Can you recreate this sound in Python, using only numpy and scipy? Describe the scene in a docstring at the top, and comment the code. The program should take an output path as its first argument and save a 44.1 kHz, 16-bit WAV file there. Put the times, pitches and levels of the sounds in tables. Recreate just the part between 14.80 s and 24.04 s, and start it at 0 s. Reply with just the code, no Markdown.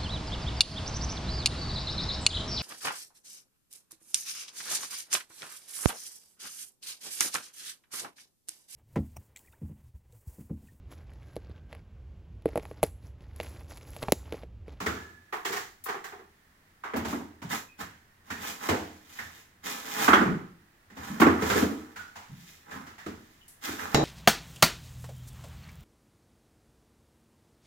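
"""In a bare plastered room a workman in a padded jacket seats a steel pin in the wall with small taps.
From 2 s he climbs off a wooden stand: impacts of boots and boards excite broad resonances and low room
modes, while the friction of cloth and gritty soles hisses and rasps. From about 5 s he shifts the stand
along the wall and its loose boards knock. He steps up and, just after 9 s, lands one heavy hammer blow
on the pin: the steel rings in high modes and the wall booms in low ones."""
import sys
import numpy as np
from scipy import signal
from scipy.fft import rfft, irfft, next_fast_len
from scipy.io import wavfile

SR = 44100
rng = np.random.default_rng(int(sys.argv[2]) if len(sys.argv) > 2 else 0)


def pcm_store(signal):
    """Save signal as 16-bit PCM."""
    levels = np.round(np.clip(np.atleast_2d(signal), -1, 1) * 32767)
    wavfile.write(sys.argv[1], SR, levels.astype(np.int16).T)


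N = 407484
TAP_HZ = np.fft.rfftfreq(4096, 1 / SR)  # frequencies at which filter gains are given
AGE = np.arange(SR) / SR  # seconds since a contact
MIC_LAG = 26  # samples of travel between the two microphones

# Spectrum of still air and microphone hiss. Each row: frequency in Hz, relative level in dB.
AIR_SPECTRUM = [(20, -5), (45, -3), (62, -10), (81, 2), (110, -6), (160, -6), (330, -11), (520, -17),
                (1100, -13), (1500, -13), (1830, -9), (2300, -18), (4000, -23), (9000, -28), (16000, -27)]
# Standing waves of the room. Each row: frequency in Hz, gain in dB, t60 (time to fall 60 dB) in seconds.
ROOM_MODES = [(84, -1, 0.51), (215, -8, 0.48), (246, -6.5, 0.6), (284, -8, 0.6), (309, -4, .55),
              (343, -17, 1.5), (450, -5.5, 0.64)]
# Strokes of soles and cloth. Each row: time of the peak in seconds, swell and fade over 20 dB in seconds,
# hiss level in dB, rasp offset in dB.
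STROKES = [(0.17, 0.09, 0.31, -68, 8), (2.29, 0.014, 0.11, -42, -3), (2.727, 0.035, 0.075, -32.5, 0.5),
           (3.012, 0.029, 0.021, -42, 3.5), (3.52, 0.078, 0.2, -53, 3.5), (3.668, 0.09, 0.14, -38.5, 0.5),
           (3.86, 0.078, 0.092, -40.5, 5.5), (4.16, .2, .12, -62, -0.5), (4.39, 0.17, 0.21, -49.5, -3.5),
           (4.575, 0.071, .12, -55, -5), (4.862, 0.029, 0.34, -38, -1.5), (5.12, 0.11, 0.16, -40.5, 0),
           (5.245, 0.12, 0.093, -29.5, 2), (6.26, 0.12, 0.91, -49.5, 6), (6.68, 0.11, 0.27, -38, 7.5),
           (6.795, 0.12, 0.062, -35, 3.5), (7.7, .25, .25, -56, -8), (7.95, 0.098, 0.17, -55, 11.5),
           (8.5, .4, .8, -66.5, -6), (8.85, 0.034, 0.21, -38, 0), (9.0, 0.03, 0.26, -44.5, 4.5),
           (9.138, 0.044, .02, -48, 10)]
# Spectra of fine and of coarse friction. Each row: frequency in Hz, relative level in dB.
HISS_SPECTRUM = [(1180, -23), (2000, -7.5), (2380, -7), (3430, -9.5), (4990, -11), (7380, -9.5),
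                 (9010, -20.5), (9740, -17), (14700, -14), (16000, -25.5)]
RASP_SPECTRUM = [(88, -39.5), (150, -6), (280, -3.5), (341, -10), (404, -7.5), (441, -5), (636, -7),
                 (765, -6), (1060, 0.5), (1670, -4), (2800, -19.5), (3640, -44), (6160, -120)]
# Soft footfalls and flexing boards. Each row: start in seconds, frequency in Hz, level in dB.
SOFT_BOOMS = [(2.625, 162, -43), (3.885, 458, -35.5), (5.35, 220, -32), (5.455, 183, -28.5),
              (6.29, 211, -37), (6.68, 454, -34), (7.49, 162, -50), (7.945, 232, -46), (8.87, 292, -45.5)]
# Sharp clacks and metal clinks. Each row: start in seconds, frequency in Hz, level in dB, t60 in seconds.
LIGHT_CLINKS = [(0.063, 1900, -31, .1), (0.17, 1710, -50.5, 0.87), (0.651, 3300, -42, .15),
                (2.328, 1190, -39, 0.082), (2.882, 2520, -60, .55), (4.388, 1800, -37.5, 0.1),
                (5.331, 1370, -21.5, 0.1), (5.332, 3180, -29, 0.18), (7.181, 1470, -43, 0.45),
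                (8.61, 3000, -61, .28), (8.991, 1700, -43, 0.12)]
# Grains of grit snapping. Each row: start in seconds, frequency in Hz, level in dB, t60 in seconds.
GRIT_SNAPS = [(0.527, 13000, -56, 0.47), (1.039, 13500, -41, 0.15), (1.241, 13000, -59, .3),
              (2.165, 13000, -46.5, .15), (6.403, 13200, -37.5, .15), (8.68, 9800, -52.5, 0.36)]
# The four bands of an impact: thump, boom, clack, grit. Each row: low and high edge in Hz, gain in dB,
# t60 in seconds at a damping of 1, time constant of the contact in seconds, factor on the rise time.
IMPACT_BANDS = [(71, 163, -9.5, 0.66, 0.0077, 1.1), (172, 624, -5.5, 0.5, 0.0065, 1.5),
                (543, 3030, -2, .5, 0.0053, 1.33), (2600, 24000, -2.5, 0.62, 0.012, 1.6)]
# Boots landing on floor and stand, then loose boards knocking together. Each row: start in seconds,
# clack level in dB, boom level in dB, body resonance in Hz, clack resonance in Hz.
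BOOT_STEPS = [(0.001, -35.5, -38.5, 236, 1090), (0.06, -30.5, -29.5, 396, 1380),
              (2.159, -36, -30, 288, 950), (2.247, -35.5, -34, 220, 760), (2.617, -43.5, -42, 171, 950),
              (3.003, -42.5, -47, 154, 1700), (3.501, -35, -40.5, 215, 1670),
              (3.887, -25.5, -24.5, 302, 740), (4.386, -41, -57, 292, 1790), (6.098, -56, -54, 215, 1850),
              (6.167, -45, -43.5, 242, 820), (6.398, -26.5, -19.5, 236, 930),
              (6.619, -32, -23.5, 430, 1140), (6.698, -25.5, -34, 212, 1360), (6.821, -34, -16, 268, 1230),
              (7.158, -41.5, -68, 220, 1480), (7.354, -43.5, -66, 194, 917), (7.908, -44, -60, 535, 1570),
              (8.064, -47.5, -57, 342, 1298), (8.179, -47, -78, 175, 1800), (8.26, -42, -32, 337, 1310),
              (8.88, -39, -37, 297, 1500), (8.987, -40, -66, 320, 1590)]
BOARD_KNOCKS = [(2.035, -34.5, -50.5, 342, 1120), (2.134, -33, -28.5, 250, 570),
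                (2.326, -37.5, -26, 285, 1000), (5.278, -15, -18, 323, 1270),
                (5.329, -13, -20.5, 335, 1390), (5.41, -27.5, -19.5, 380, 1170),
                (6.415, -15.5, -12, 320, 1170), (6.463, -23, -11.5, 329, 1300),
                (6.754, -41, -19.5, 444, 1180)]
# Responses of the struck boards and of the pin in plaster. Each row: frequency in Hz, gain in dB.
WOOD_SPECTRUM = [(50, -12), (90, 3.5), (135, -11), (230, 3.5), (420, -0.5), (560, -10.5), (780, -4),
                 (1400, -2), (2000, -5.5), (2600, -15.5), (4200, -19), (7200, -19), (8800, -29),
                 (15000, -27)]
PLASTER_SPECTRUM = [(60, -16), (200, -12.5), (300, -6), (375, -2), (460, -3), (570, -21), (750, -1.5),
                    (960, -5), (1120, -0.5), (1420, -4), (1850, -4), (2600, -16), (7200, -14), (9000, -24),
                    (15000, -21)]
# The pin worked into its hole by hand. 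Each row: start in seconds, clack level in dB, boom level in dB,
# clack resonance in Hz.
SEATING_TAPS = [(0.524, -30.5, -39.5, 960), (0.648, -31, -37.5, 1810), (0.689, -40.5, -34.5, 1840),
                (0.721, -33, -37.5, 1860), (0.761, -33.5, -45, 1770), (0.824, -51, -60, 1800),
                (1.057, -35.5, -50, 1180), (1.084, -30.5, -37.5, 1110), (1.139, -38.5, -40.5, 754),
                (1.239, -39.5, -53, 1600), (1.319, -44.5, -46, 778), (1.389, -54.5, -49, 1024)]
# Spectrum of the hammer's thud and crack. Each row: frequency in Hz, relative level in dB.
BLOW_SPECTRUM = [(24, -52), (40, -9), (144, -6), (204, -7), (320, -8), (542, -9), (896, -9.5),
                 (1410, -23.5), (1760, -20), (2840, -26.5), (7000, -30), (9220, -49), (13100, -44),
                 (16000, -78)]
# Modes of pin and hammer head, then of the wall. Each row: frequency in Hz, level in dB, t60 in seconds.
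STEEL_MODES = [(1760, -33, .35), (1900, -37, .15), (3908, -33, .5), (4660, -42, .2), (5373, -41, .4),
               (6853, -35, .35), (7050, -37, .25), (10750, -47, .16), (11080, -53, .3), (12810, -36, .19),
               (14120, -51, .13)]
WALL_MODES = [(75, -35, .8), (147, -26, .9), (250, -32, .7), (285, -33, .7), (317, -26, .7), (430, -29, .5),
              (822, -32, .45)]
# Unequal response of the two microphones. Each row: frequency in Hz, left minus right in dB.
MIC_BALANCE = [(100, 0.5), (400, -1), (900, -1), (1300, -3.5), (1900, -5.5), (2800, 1), (5200, -0.5),
               (6300, -5), (7300, -16), (8500, -3), (10000, 2.5), (12500, 14), (15500, 13.5)]


def amp(db):
    """Amplitude grows tenfold with every 20 dB."""
    return 10 ** (np.asarray(db) / 20)


def unit(x):
    """Normalisation to an rms of 1."""
    return x / np.sqrt(np.mean(x ** 2) + 1e-20)


def unit_attack(x):
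    """Normalisation of a transient to an rms of 1 over its first 30 ms."""
    return x / np.sqrt(np.mean(x[..., :round(.03 * SR)] ** 2) + 1e-20)


def response(spectrum, hz=TAP_HZ):
    """Frequency response as an amplitude, interpolated in dB over log frequency."""
    known_hz, db = np.transpose(spectrum)
    return amp(np.interp(np.log(hz + 1), np.log(known_hz + 1), db))


def add(mix, start_s, sound):
    """Superposition: a sound adds to the mix from its start onward."""
    part = mix[..., max(round(start_s * SR), 0):][..., :sound.shape[-1]]
    part += sound[..., :part.shape[-1]]


def colour(x, gain):
    """Minimum-phase filtering: the phase follows from the log gain by the Hilbert transform."""
    log_gain = np.log(np.maximum(gain / gain.max(), 1e-5))
    mirrored = np.r_[log_gain, log_gain[-2:0:-1]]
    transfer = np.exp(np.conj(signal.hilbert(mirrored)))
    taps = np.fft.ifft(transfer).real
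    return signal.oaconvolve(x, taps[None], axes=1)[:, :x.shape[1]]


def band(lo_hz, hi_hz):
    """Band-pass gain, falling 36 dB per octave beyond each edge."""
    return 1 / np.sqrt((1 + (lo_hz / (TAP_HZ + 1)) ** 12) * (1 + (TAP_HZ / hi_hz) ** 12))


def resonance(hz, width_hz):
    """Lorentzian resonance curve, with its full width taken at half height."""
    return 1 / (1 + (2 * (TAP_HZ - hz) / width_hz) ** 2)


def diffuse(size):
    """A diffuse noise field at two spaced points is coherent in the bass and incoherent in the treble."""
    padded = next_fast_len(size)
    left, independent = rfft(rng.standard_normal((2, padded)))
    coherence = np.sinc(2 * MIC_LAG * np.arange(len(left)) / padded)
    right = coherence * left + np.sqrt(1 - coherence ** 2) * independent
    return irfft([left, right], padded)[:, :size]


def still_air(level_db=-62.3):
    """Stationary noise: the air of the room and microphone hiss."""
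    return amp(level_db) * unit(colour(diffuse(N), response(AIR_SPECTRUM)))


def room(x, wet_db, t60):
    """Reverberation: a diffuse echo follows the direct sound, which reaches the right side first."""
    tail = diffuse(SR) * amp(-60 * AGE / t60)
    echo = signal.oaconvolve(x[None], tail / np.linalg.norm(tail[0]), axes=1)[:, :len(x)]
    delayed = np.r_[np.zeros(MIC_LAG), x[:-MIC_LAG]]
    direct = np.array([delayed, x])
    return (direct + amp(wet_db) * echo) / np.hypot(1, amp(wet_db))


def standing_waves(x):
    """Forced resonance: low room modes hum on after the knocks that drive them."""
    hum = np.zeros(SR)
    for hz, db, t60 in ROOM_MODES:
        scale = 2 * np.log(1000) / (t60 * SR)  # makes db the gain at resonance
        hum += scale * amp(db - 60 * AGE / t60) * np.sin(2 * np.pi * hz * AGE)
    return signal.oaconvolve(x.mean(0), hum)[:N]


def friction(spectrum, slips_per_s, spread_db, smooth):
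    """Stick-slip friction: countless impulses of uneven size over a smooth rub."""
    size = amp(spread_db * np.minimum(rng.exponential(1, N), 5))
    slips = size * rng.choice([-1, 1], N) * (rng.random(N) < slips_per_s / SR)
    rub = unit(slips) + smooth * rng.standard_normal(N)
    return unit(colour(rub[None], response(spectrum)))[0]


def scuffs(hiss_db=2, rasp_db=1):
    """Sliding friction of soles and cloth: fine grit hisses, coarser slips rasp, strokes add in power."""
    hiss, rasp = np.zeros((2, N))
    t = np.arange(N) / SR
    for peak_s, swell_s, fade_s, level_db, coarse_db in STROKES:
        # a Gaussian swell, then an exponential fade
        away = np.where(t < peak_s, ((peak_s - t) / swell_s) ** 2, (t - peak_s) / fade_s)
        stroke = amp(level_db - 20 * away)
        hiss = np.hypot(hiss, stroke)
        rasp = np.hypot(rasp, amp(coarse_db) * stroke)
    fine = friction(HISS_SPECTRUM, slips_per_s=2500, spread_db=4.2, smooth=0.51)
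    coarse = friction(RASP_SPECTRUM, slips_per_s=500, spread_db=3.1, smooth=0.53)
    return room(amp(hiss_db) * hiss * fine + amp(rasp_db) * rasp * coarse, wet_db=3, t60=0.26)


def resonant_bursts(rows, rise_s):
    """Each light contact is a decaying noise that excites a single resonance."""
    out = np.zeros((2, N))
    for start_s, hz, width_hz, level_db, t60 in rows:
        envelope = (1 - np.exp(-AGE / rise_s)) * amp(-60 * AGE / t60)
        ring = colour(diffuse(SR) * envelope, resonance(hz, width_hz))
        add(out, start_s, amp(level_db) * unit_attack(ring))
    return out


def light_contacts(boom_width=0.35, boom_t60=0.44, clink_spread_s=0.03, snap_width=0.66):
    """Damped resonances of footfalls, clinks and grit: bandwidth is proportional to frequency."""
    booms = [(s, hz, boom_width * hz, db, boom_t60) for s, hz, db in SOFT_BOOMS]
    # the shorter a clink, the wider its resonance
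    clinks = [(s, hz, hz * clink_spread_s / t60, db, t60) for s, hz, db, t60 in LIGHT_CLINKS]
    snaps = [(s, hz, snap_width * hz, db, t60) for s, hz, db, t60 in GRIT_SNAPS]
    return resonant_bursts(booms, rise_s=0.01) + resonant_bursts(clinks + snaps, rise_s=0.00062)


def impacts(contacts, spectrum, body_db, body_width_hz, clack_db, clack_width_hz, damping):
    """Impact excitation: a short rattle rings two resonances of the struck spot and decays in the room."""
    out = np.zeros((2, N))
    for start_s, levels_db, body_hz, clack_hz, hard_db, rise_s in contacts:
        body = amp(body_db) * resonance(body_hz, body_width_hz)
        clack = amp(clack_db) * resonance(clack_hz, clack_width_hz)
        shape = response(spectrum) * (1 + body + clack)
        rattle = diffuse(SR)
        for level_db, (lo_hz, hi_hz, gain_db, t60, contact_s, slowness) in zip(levels_db, IMPACT_BANDS):
            swell = 1 - np.exp(-AGE / (rise_s * slowness))  # the weight comes on
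            fade = amp(-60 * damping * AGE / t60) + amp(hard_db) * np.exp(-AGE / contact_s)
            part = colour(rattle * swell * fade, shape * band(lo_hz, hi_hz))
            add(out, start_s, amp(level_db + gain_db) * unit_attack(part))
    return out


def hardness(boom_db, middling_db=-36.5):
    """Direct-to-reverberant ratio in dB: a heavier contact stands out more from its echo."""
    return 2.5 + 0.4 * (boom_db - middling_db)


def boot(start_s, clack_db, boom_db, body_hz, clack_hz, rise_s=0.0032):
    """The impact of a boot thumps the floor and crunches grit in proportion to its clack."""
    thump_db = clack_db + 0.35 * (boom_db - clack_db) - 1.5
    grit_db = clack_db - 5.5
    return start_s, (thump_db, boom_db, clack_db, grit_db), body_hz, clack_hz, hardness(boom_db), rise_s


def board(start_s, clack_db, boom_db, body_hz, clack_hz, rise_s=0.0033):
    """The impact of wood on wood is hollow, with little thump or grit."""
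    thump_db = boom_db - 14.5
    grit_db = clack_db - 18.5
    return start_s, (thump_db, boom_db, clack_db, grit_db), body_hz, clack_hz, hardness(boom_db), rise_s


def pin_tap(start_s, clack_db, boom_db, clack_hz, hole_hz=399, hard_db=-4.5, rise_s=0.0031):
    """The hole resonates at one pitch; a tighter pin clacks higher and grinds more plaster."""
    thump_db = boom_db - 18
    grit_db = clack_db - 3.5 + 13.5 * np.log2(clack_hz / 1820)  # 13.5 dB more per octave
    return start_s, (thump_db, boom_db, clack_db, grit_db), hole_hz, clack_hz, hard_db, rise_s


def ringing(modes):
    """Free vibration: a sum of sinusoidal modes, each decaying at its own rate."""
    return sum(np.sqrt(2) * amp(db - 60 * AGE / t60) * np.sin(2 * np.pi * hz * AGE)
               for hz, db, t60 in modes)


def hammer(start_s=9.1457, thud_db=-22, crack_db=-25, push_db=-7, steel_db=-0.5, wall_db=-1.5):
    """The impact of steel on steel radiates a pulse, a thud and a crack, and rings pin and wall modes."""
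    shape = response(BLOW_SPECTRUM)
    thud_fade = amp(-60 * AGE / 1.4) + 0.78 * np.exp(-AGE / 0.0036)
    thud = colour(diffuse(SR) * thud_fade, shape * band(97, 1470))
    crack_fade = amp(-60 * AGE / .5) + 4 * np.exp(-AGE / 0.0059)
    crack = colour(diffuse(SR) * crack_fade, shape * band(1360, 15000))
    push_s = 0.00052  # time constant of the push of air
    push = (AGE / push_s - 1) * np.exp(-AGE / push_s)
    steel = room(ringing(STEEL_MODES), wet_db=0, t60=0.14)
    blow = amp(thud_db) * unit_attack(thud) + amp(crack_db) * unit_attack(crack) + amp(push_db) * push
    blow += amp(steel_db) * steel - amp(wall_db) * ringing(WALL_MODES)
    out = np.zeros((2, N))
    add(out, start_s, blow)
    return out


def scene():
    """Superposition of all sources; boots and boards also drive the standing waves of the room."""
    contacts = [boot(*row) for row in BOOT_STEPS] + [board(*row) for row in BOARD_KNOCKS]
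    knocks = impacts(contacts, WOOD_SPECTRUM, body_db=4.5, body_width_hz=90,
                     clack_db=3.5, clack_width_hz=400, damping=1.018)
    taps = [pin_tap(*row) for row in SEATING_TAPS]
    pin = impacts(taps, PLASTER_SPECTRUM, body_db=2.5, body_width_hz=36,
                  clack_db=-4.0, clack_width_hz=490, damping=1.49)
    return knocks + standing_waves(knocks) + pin + light_contacts() + scuffs() + hammer() + still_air()


def record(dry, cutoff_hz=15950):
    """Transduction: each microphone colours the sound, which clips at full scale and is low-passed."""
    padded = N + SR
    ratio = response(MIC_BALANCE, np.fft.rfftfreq(padded, 1 / SR))
    gains = np.array([ratio, np.ones_like(ratio)]) * np.sqrt(2 / (1 + ratio ** 2))  # constant total power
    coloured = irfft(rfft(dry, padded) * gains, padded)[:, :N]
    lowpass = signal.firwin(511, cutoff_hz, window=("kaiser", 9), fs=SR)
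    return signal.oaconvolve(np.clip(coloured, -1, 1), lowpass[None], "same")


dry = scene()
out = record(dry)
pcm_store(out)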